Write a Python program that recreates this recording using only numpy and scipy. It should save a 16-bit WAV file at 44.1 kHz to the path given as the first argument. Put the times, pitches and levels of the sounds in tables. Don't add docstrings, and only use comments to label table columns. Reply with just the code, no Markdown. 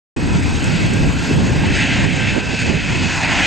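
import sys
import numpy as np
from scipy import signal
from scipy.io import wavfile
from scipy.ndimage import uniform_filter1d

SR = 44100
rng = np.random.default_rng(int(sys.argv[2]) if len(sys.argv) > 2 else 0)


def digitize_waveform(pressure):
    field = np.atleast_2d(pressure).T
    bounded = np.clip(field, -1, 1)
    quanta = np.round(bounded * 32767).astype(np.int16)
    wavfile.write(sys.argv[1], SR, quanta)


N = 152586

# time_s, level_db, low_extra_db, high_extra_db (the extras add to fixed boosts)
ROAR_LEVELS = [(0.17, -35, 6, -6), (0.35, -29.5, -0.5, -4), (0.46, -30, 1, -4), (0.81, -24, -13, -9),
               (1.14, -29.5, -5, -7.5), (1.28, -25.5, -9, -5.5), (1.37, -32, 3, -3),
               (1.63, -24.5, -9.5, -9.5), (1.71, -22, -19, -14), (1.76, -15.5, -26, -12.5),
               (1.84, -16.5, -22.5, -15), (1.96, -18, -13, -14), (2.05, -21.5, -13, -12),
               (2.09, -19.5, -27, -16.5), (2.17, -23.5, -9.5, -9), (2.3, -16, -22, -17),
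               (2.35, -22, -14, -14), (2.46, -30.5, -1, -5), (2.61, -21.5, -20, -9.5),
               (2.71, -24, -12, -9.5), (2.78, -23, -17, -11.5), (3.05, -24, -5, -7), (3.11, -21.5, -7, -8),
               (3.2, -26.5, 3, -2), (3.24, -17.5, -8.5, -13), (3.33, -16, -6, -14.5),
               (3.46, -15.5, -12.5, -11.5)]
# pitch_hz, density_db (per Hz)
ROAR_COLOUR = [(300, -31.5), (500, -20), (700, -12), (950, -10), (1220, -22.5), (1350, -10.5), (1540, -9),
               (2120, -7), (2540, -7.5), (3050, -10.5), (3800, -14), (4670, -12.5), (5820, -19),
               (6790, -13), (7440, -21.5), (8360, -20), (8800, -40.5), (11400, -73)]
# pitch_hz, side_over_mid_db
STEREO_WIDTH = [(500, -15), (1000, -12.5), (1500, -4), (2400, -4.5), (2800, -40.5), (4000, -57.5),
                (8000, -27.5)]
# time_s, side_change_db
WIDTH_CHANGE = [(.17, 1), (1.4, -0.5), (1.7, -15), (2.6, -16.5), (3.46, -16.5)]
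# time_s, upper_pitch_hz, upper_level_db, lower_pitch_hz, lower_level_db
WHINE_PATHS = [(.17, 2548, -44, 1545, -48), (.6, 2560, -40, 1550, -44), (1.0, 2605, -40, 1600, -40),
               (1.4, 2625, -41, 1600, -42), (1.8, 2625, -35, 1600, -37), (2.1, 2620, -40, 1585, -37),
               (2.25, 2640, -35.5, 1572, -36), (2.6, 2590, -34, 1538, -38), (2.9, 2568, -33, 1530, -48),
               (3.17, 2570, -34, 1520, -44), (3.3, 2520, -36, 1505, -38), (3.46, 2480, -30, 1500, -38)]
# time_s, level_db
HUM_LEVELS = [(.17, -25), (.8, -30), (1.4, -27.5), (2.0, -27), (2.3, -36), (3.46, -28.5)]
# time_s, level_db, left_minus_right_db (weighted per port in the rumble),
# deep_extra_db, bright_extra_db (the extras add to fixed boosts)
WIND_LEVELS = [(.17,-20.5,-2.5,-5,-10), (.35,-15,.5,-9,-15), (.42,-20,5,-9,-14), (.59,-19,1,-8,-13),
               (.76,-14,-4,-11,-15), (.83,-17.5,0,-7,-10), (.98,-17,-3.5,-6,-10), (1.02,-16.5,5,-4,-9),
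               (1.06,-14,-4,-8,-12), (1.1,-18,9,-6,-13), (1.13,-21,2,-4,-12), (1.28,-22,0,-5,-9),
               (1.31,-14,1,-13,-12), (1.37,-16,-2.5,-8,-10), (1.52,-15,6,-12,-14), (1.56,-17.5,4,-5,-12),
               (1.67,-14,-2,-10,-15), (1.77,-20,5,-10,-11), (1.87,-19,-5,-15,-15), (1.98,-18,3,-8,-11),
               (2.06,-16,-10,-6,-8), (2.1,-20,-11,-12,-16), (2.14,-17,-9,-9,-9), (2.3,-20,-3,-4,-14),
               (2.345,-19,-8,-7,-9), (2.375,-16,-14,-9,-2), (2.4,-24,-4,-10,-8), (2.54,-18,-10,-12,-9),
               (2.58,-26,0,-6,-11), (2.62,-17,-9,-15,-15), (2.7,-14.5,-12,-14,-7), (2.78,-18,-7,-12,-11),
               (2.85,-22,-2,-11,-14), (2.91,-16,-3,-11,-14), (2.98,-19,-1,-12,-14), (3.03,-17,-7,-13,-15),
               (3.12,-22,-2,-14,-16), (3.25,-23,0,-8,-14), (3.29,-19,-5,-14,-15), (3.35,-22,-2,-7,-13),
               (3.46,-22,-3,-8,-15)]
# pitch_hz, density_db (per Hz)
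LEFT_WIND_COLOUR = [(15, -24), (25, -11), (50, -5.5), (85, 7.5), (160, 1), (280, -11), (400, -13),
                    (700, -22.5), (1200, -26), (2500, -83)]
RIGHT_WIND_COLOUR = [(15, -22.5), (25, -30.5), (50, -17.5), (85, -2), (160, 3.5), (280, -10), (400, -14),
                     (700, -24), (1200, -35), (2500, -80)]
# centre_s, left_level_db, right_level_db
STRONG_THUMPS = [(.3961, -11, -30), (.4815, -10, -14), (.8134, -24, -9), (1.0109, -11, -20),
                 (1.0579, -30, -10), (1.0924, -11, -22), (1.3126, -7, -6), (1.3867, -30, -10),
                 (1.646, -28, -9), (2.369, -30, -5), (2.3836, -40, -4), (2.536, -30, -10),
                 (2.6998, -22, -9)]
# pitch_hz, level_db
MOTOR_TONES = [(7852, -57), (7882, -56), (8250, -54.5), (8280, -54)]
# time_s, gain_db
MOTOR_GAIN = [(.17, 1), (1.5, 1), (2.2, -1), (2.6, -9), (3.46, -12)]
# start_s, level_db
HOUSING_TICKS = [(0.6418, -19), (0.9352, -24)]
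# start_s, left_level_db, right_level_db
HOLLOW_KNOCKS = [(1.531, -29, -13), (1.636, -20, -11.5), (1.722, -32, -17), (1.785, -26, -20)]
# start_s, length_s, top_pitch_hz, level_db (on the left)
BIRD_CALLS = [(.30, .10, 1400, -38), (.695, .11, 1460, -36), (1.14, .10, 1470, -37)]
# pitch_hz, density_db (per Hz)
WASH_COLOUR = [(300, 32), (1300, 8), (3500, 2), (5000, -13), (6000, -25), (7000, -11.5), (8500, 2.5)]
# time_s, level_db
HISS_LEVELS = [(.17, -65), (.7, -60), (1.6, -61), (1.8, -68), (3.0, -67), (3.46, -58)]
# pitch_hz, density_db
HISS_COLOUR = [(8800, 0), (10800, -10.5), (11300, 4), (14500, -3), (15600, -5)]


def amp(db):
    return 10 ** (np.asarray(db) / 20)


def evened(x):
    return x / np.sqrt(np.mean(x ** 2) + 1e-20)


def curve(table, column, t=None):
    rows = np.array(table, float)
    times = np.arange(N) / SR if t is None else t
    return np.interp(times, rows[:, 0], rows[:, column])


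def read(points, hz):
    f, value = np.transpose(points)
    return np.interp(np.log(hz + 1), np.log(f + 1), value)


def below(hz, edge_hz, power):
    return 1 / (1 + (hz / edge_hz) ** power)


def above(hz, edge_hz, power):
    return 1 / (1 + (edge_hz / (hz + 1)) ** power)


def grid(size):
    times = np.arange(N * 4 // size + 5) * size / 4 / SR
    return times, np.fft.rfftfreq(size, 1 / SR)[:, None]


def drift(shape, frames, bins):
    z = rng.standard_normal(shape)
    for _ in range(2):
        z = uniform_filter1d(z, size=frames, axis=0)
    return evened(uniform_filter1d(z, size=bins, axis=1)).T


def unit(tone_db):
    return tone_db - 10 * np.log10(np.sum(amp(tone_db) ** 2) * 2 / 3)


def noise(field_db, same, size):
    a, b, c, d = rng.standard_normal(field_db.shape[:-3:-1] + (4,)).T
    same = np.clip(same, -1, 1)
    left = a + 1j * b
    right = same * left + np.sqrt(1 - same ** 2) * (c + 1j * d)
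    z = np.array([left, right]) * amp(field_db)
    return signal.istft(z, nperseg=size, noverlap=size * 3 // 4)[1][:, :N]


def likeness(side_db):
    power = amp(side_db) ** 2
    return (1 - power) / (1 + power)


def spread(t, hz):
    return likeness(read(STEREO_WIDTH, hz) + curve(WIDTH_CHANGE, column=1, t=t))


def fuzzy(hz, width_hz):
    r = np.exp(-np.pi * width_hz / SR)
    z = rng.standard_normal(N) + 1j * rng.standard_normal(N)
    for _ in range(2):
        z = signal.lfilter([1 - r], [1, -r], z)
    return evened((z * np.exp(2j * np.pi * np.cumsum(hz) / SR)).real)


def tone(hz):
    waver_hz, waver_db = 4, 3
    t, steps = np.arange(N) / SR, np.arange(400) / 100
    pitch = np.interp(t, steps, drift((400, 1), frames=6, bins=1)[0])
    level = np.interp(t, steps, drift((400, 1), frames=6, bins=1)[0])
    phase = 2 * np.pi * np.cumsum(hz + waver_hz * pitch) / SR
    return np.sqrt(2) * amp(waver_db * level) * np.sin(phase)


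def roar():
    patchy_db, flutter_db = 1.3, .8
    t, hz = grid(size=512)
    low = below(hz, 1380, 6) * above(hz, 760, 6)
    high = above(hz, 3410, 6)
    level = curve(ROAR_LEVELS, column=1, t=t)
    level = level + low * (9 + curve(ROAR_LEVELS, column=2, t=t))
    level = level + high * (4.5 + curve(ROAR_LEVELS, column=3, t=t))
    patches = patchy_db * drift((len(t), len(hz)), frames=20, bins=6)
    flutter = flutter_db * drift((len(t), 1), frames=6, bins=1)
    return noise(unit(read(ROAR_COLOUR, hz)) + level + patches + flutter, spread(t, hz), size=512)


def whines():
    halo_width_hz, halo_db = 260, 3
    hz = curve(WHINE_PATHS, column=1)
    upper = tone(hz) + amp(halo_db) * fuzzy(hz, halo_width_hz)
    lower = tone(curve(WHINE_PATHS, column=3))
    return upper * amp(curve(WHINE_PATHS, column=2)) + lower * amp(curve(WHINE_PATHS, column=4))


def hum():
    pitch_hz, width_hz = 271.4, 86
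    return fuzzy(np.full(N, pitch_hz), width_hz) * amp(curve(HUM_LEVELS, column=1))


def wind():
    gust_db, patchy_db = .5, .5
    t, hz = grid(size=1024)
    deep, bright = below(hz, 82, 4), above(hz, 336, 4)
    colour = deep * (8.5 + curve(WIND_LEVELS, column=3, t=t))
    colour = colour + bright * (15 + curve(WIND_LEVELS, column=4, t=t))
    fields = []
    for weight, shape in ((0.97, LEFT_WIND_COLOUR), (-0.16, RIGHT_WIND_COLOUR)):
        level = curve(WIND_LEVELS, column=1, t=t) + weight * curve(WIND_LEVELS, column=2, t=t) / 2
        gust = gust_db * drift((len(t), 1), frames=3, bins=1)
        patches = patchy_db * drift((len(t), len(hz)), frames=6, bins=3)
        fields.append(unit(read(shape, hz)) + colour + level + gust + patches)
    return noise(np.array(fields), same=.15, size=1024)


def pops():
    per_second, spread_db, width_s = 7, 1.5, .0009
    hit = rng.random((2, N)) < per_second / SR
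    size = rng.exponential(1, (2, N))
    sign = rng.choice([-1., 1.], (2, N))
    side = np.array([[1], [-1]])
    gust = curve(WIND_LEVELS, column=1) + side * curve(WIND_LEVELS, column=2) / 2
    train = hit * sign * amp(gust + spread_db * np.minimum(size, 3))
    for centre, *db in STRONG_THUMPS:
        i = round(centre * SR)
        train[:, i] = amp(db) * sign[0, i]
    u = np.arange(-300, 300) / SR / width_s
    push_pull = (1 - u ** 2) * np.exp(-u ** 2 / 2)
    return signal.oaconvolve(train, push_pull[None], "same")


def camera():
    tick_hz, tick_width_hz, tick_rise_s, tick_decay_s = 7960, 6700, 0.00062, 0.0036
    t = np.arange(N) / SR
    out = np.zeros(N)
    for hz, db in MOTOR_TONES:
        out += np.sqrt(2) * amp(db) * np.sin(2 * np.pi * (hz * t + rng.random()))
    out *= amp(curve(MOTOR_GAIN, column=1))
    u = t[:400]
    envelope = np.exp(-u / tick_decay_s) * np.minimum(u / tick_rise_s, 1)
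    for s, db in HOUSING_TICKS:
        tick = envelope * fuzzy(np.full(N, tick_hz), tick_width_hz)[:400]
        out[round(s * SR):][:400] += amp(db) * tick
    return out


def knocks():
    pitch_hz, rise_s, fall_60db_s = 876, 0.0015, 0.042
    train = np.zeros((2, N))
    for s, *db in HOLLOW_KNOCKS:
        train[:, round(s * SR)] = amp(db)
    u = np.arange(4000) / SR
    envelope = np.minimum(u / rise_s, 1) * amp(-60 * u / fall_60db_s)
    ring = envelope * np.sin(2 * np.pi * pitch_hz * u)
    return signal.oaconvolve(train, ring[None])[:, :N]


def bird():
    arch_depth, width_hz, right_db = .13, 45, -7
    t, out = np.arange(N) / SR, np.zeros(N)
    for start, length, top_hz, db in BIRD_CALLS:
        arch = np.sin(np.pi * np.clip((t - start) / length, 0, 1) ** .8)
        hz = top_hz * (1 - arch_depth * (1 - arch))
        voice = np.sin(2 * np.pi * np.cumsum(hz) / SR) + fuzzy(hz, width_hz)
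        out += amp(db) * np.minimum(3 * abs(arch), 1) * voice
    return out * amp([[0], [right_db]])


def shore():
    level_db = -38.5
    t, hz = grid(size=512)
    field = unit(read(WASH_COLOUR, hz)) + level_db + 0 * t
    return noise(field, spread(t, hz), size=512)


def hiss():
    t, hz = grid(size=512)
    colour = read(HISS_COLOUR, hz) - 80 * (hz < 8800)
    flicker = 2.5 * drift((len(t), len(hz)), frames=8, bins=30)
    return noise(unit(colour) + curve(HISS_LEVELS, column=1, t=t) + flicker, same=.75, size=512)


def scene():
    plane = roar() + whines() + hum()
    nearby = wind() + pops() + camera() + knocks()
    return plane + nearby + bird() + shore()


def low_pass(x, hz):
    weights = signal.firwin(511, hz, window=("kaiser", 9), fs=SR)
    return signal.oaconvolve(x, weights[None], "same")


def record(dry):
    mic_edge_hz, above_edge_db, top_edge_hz = 8860, -24, 15700
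    start_s, rise_s = .163, .003
    soft = dry / (1 + dry ** 4) ** (1 / 4)
    heard = low_pass(soft, mic_edge_hz) + amp(above_edge_db) * soft
    start = np.clip((np.arange(N) / SR - start_s) / rise_s, 0, 1)
    return low_pass((heard + hiss()) * start, top_edge_hz)


dry = scene()
out = record(dry)
digitize_waveform(out)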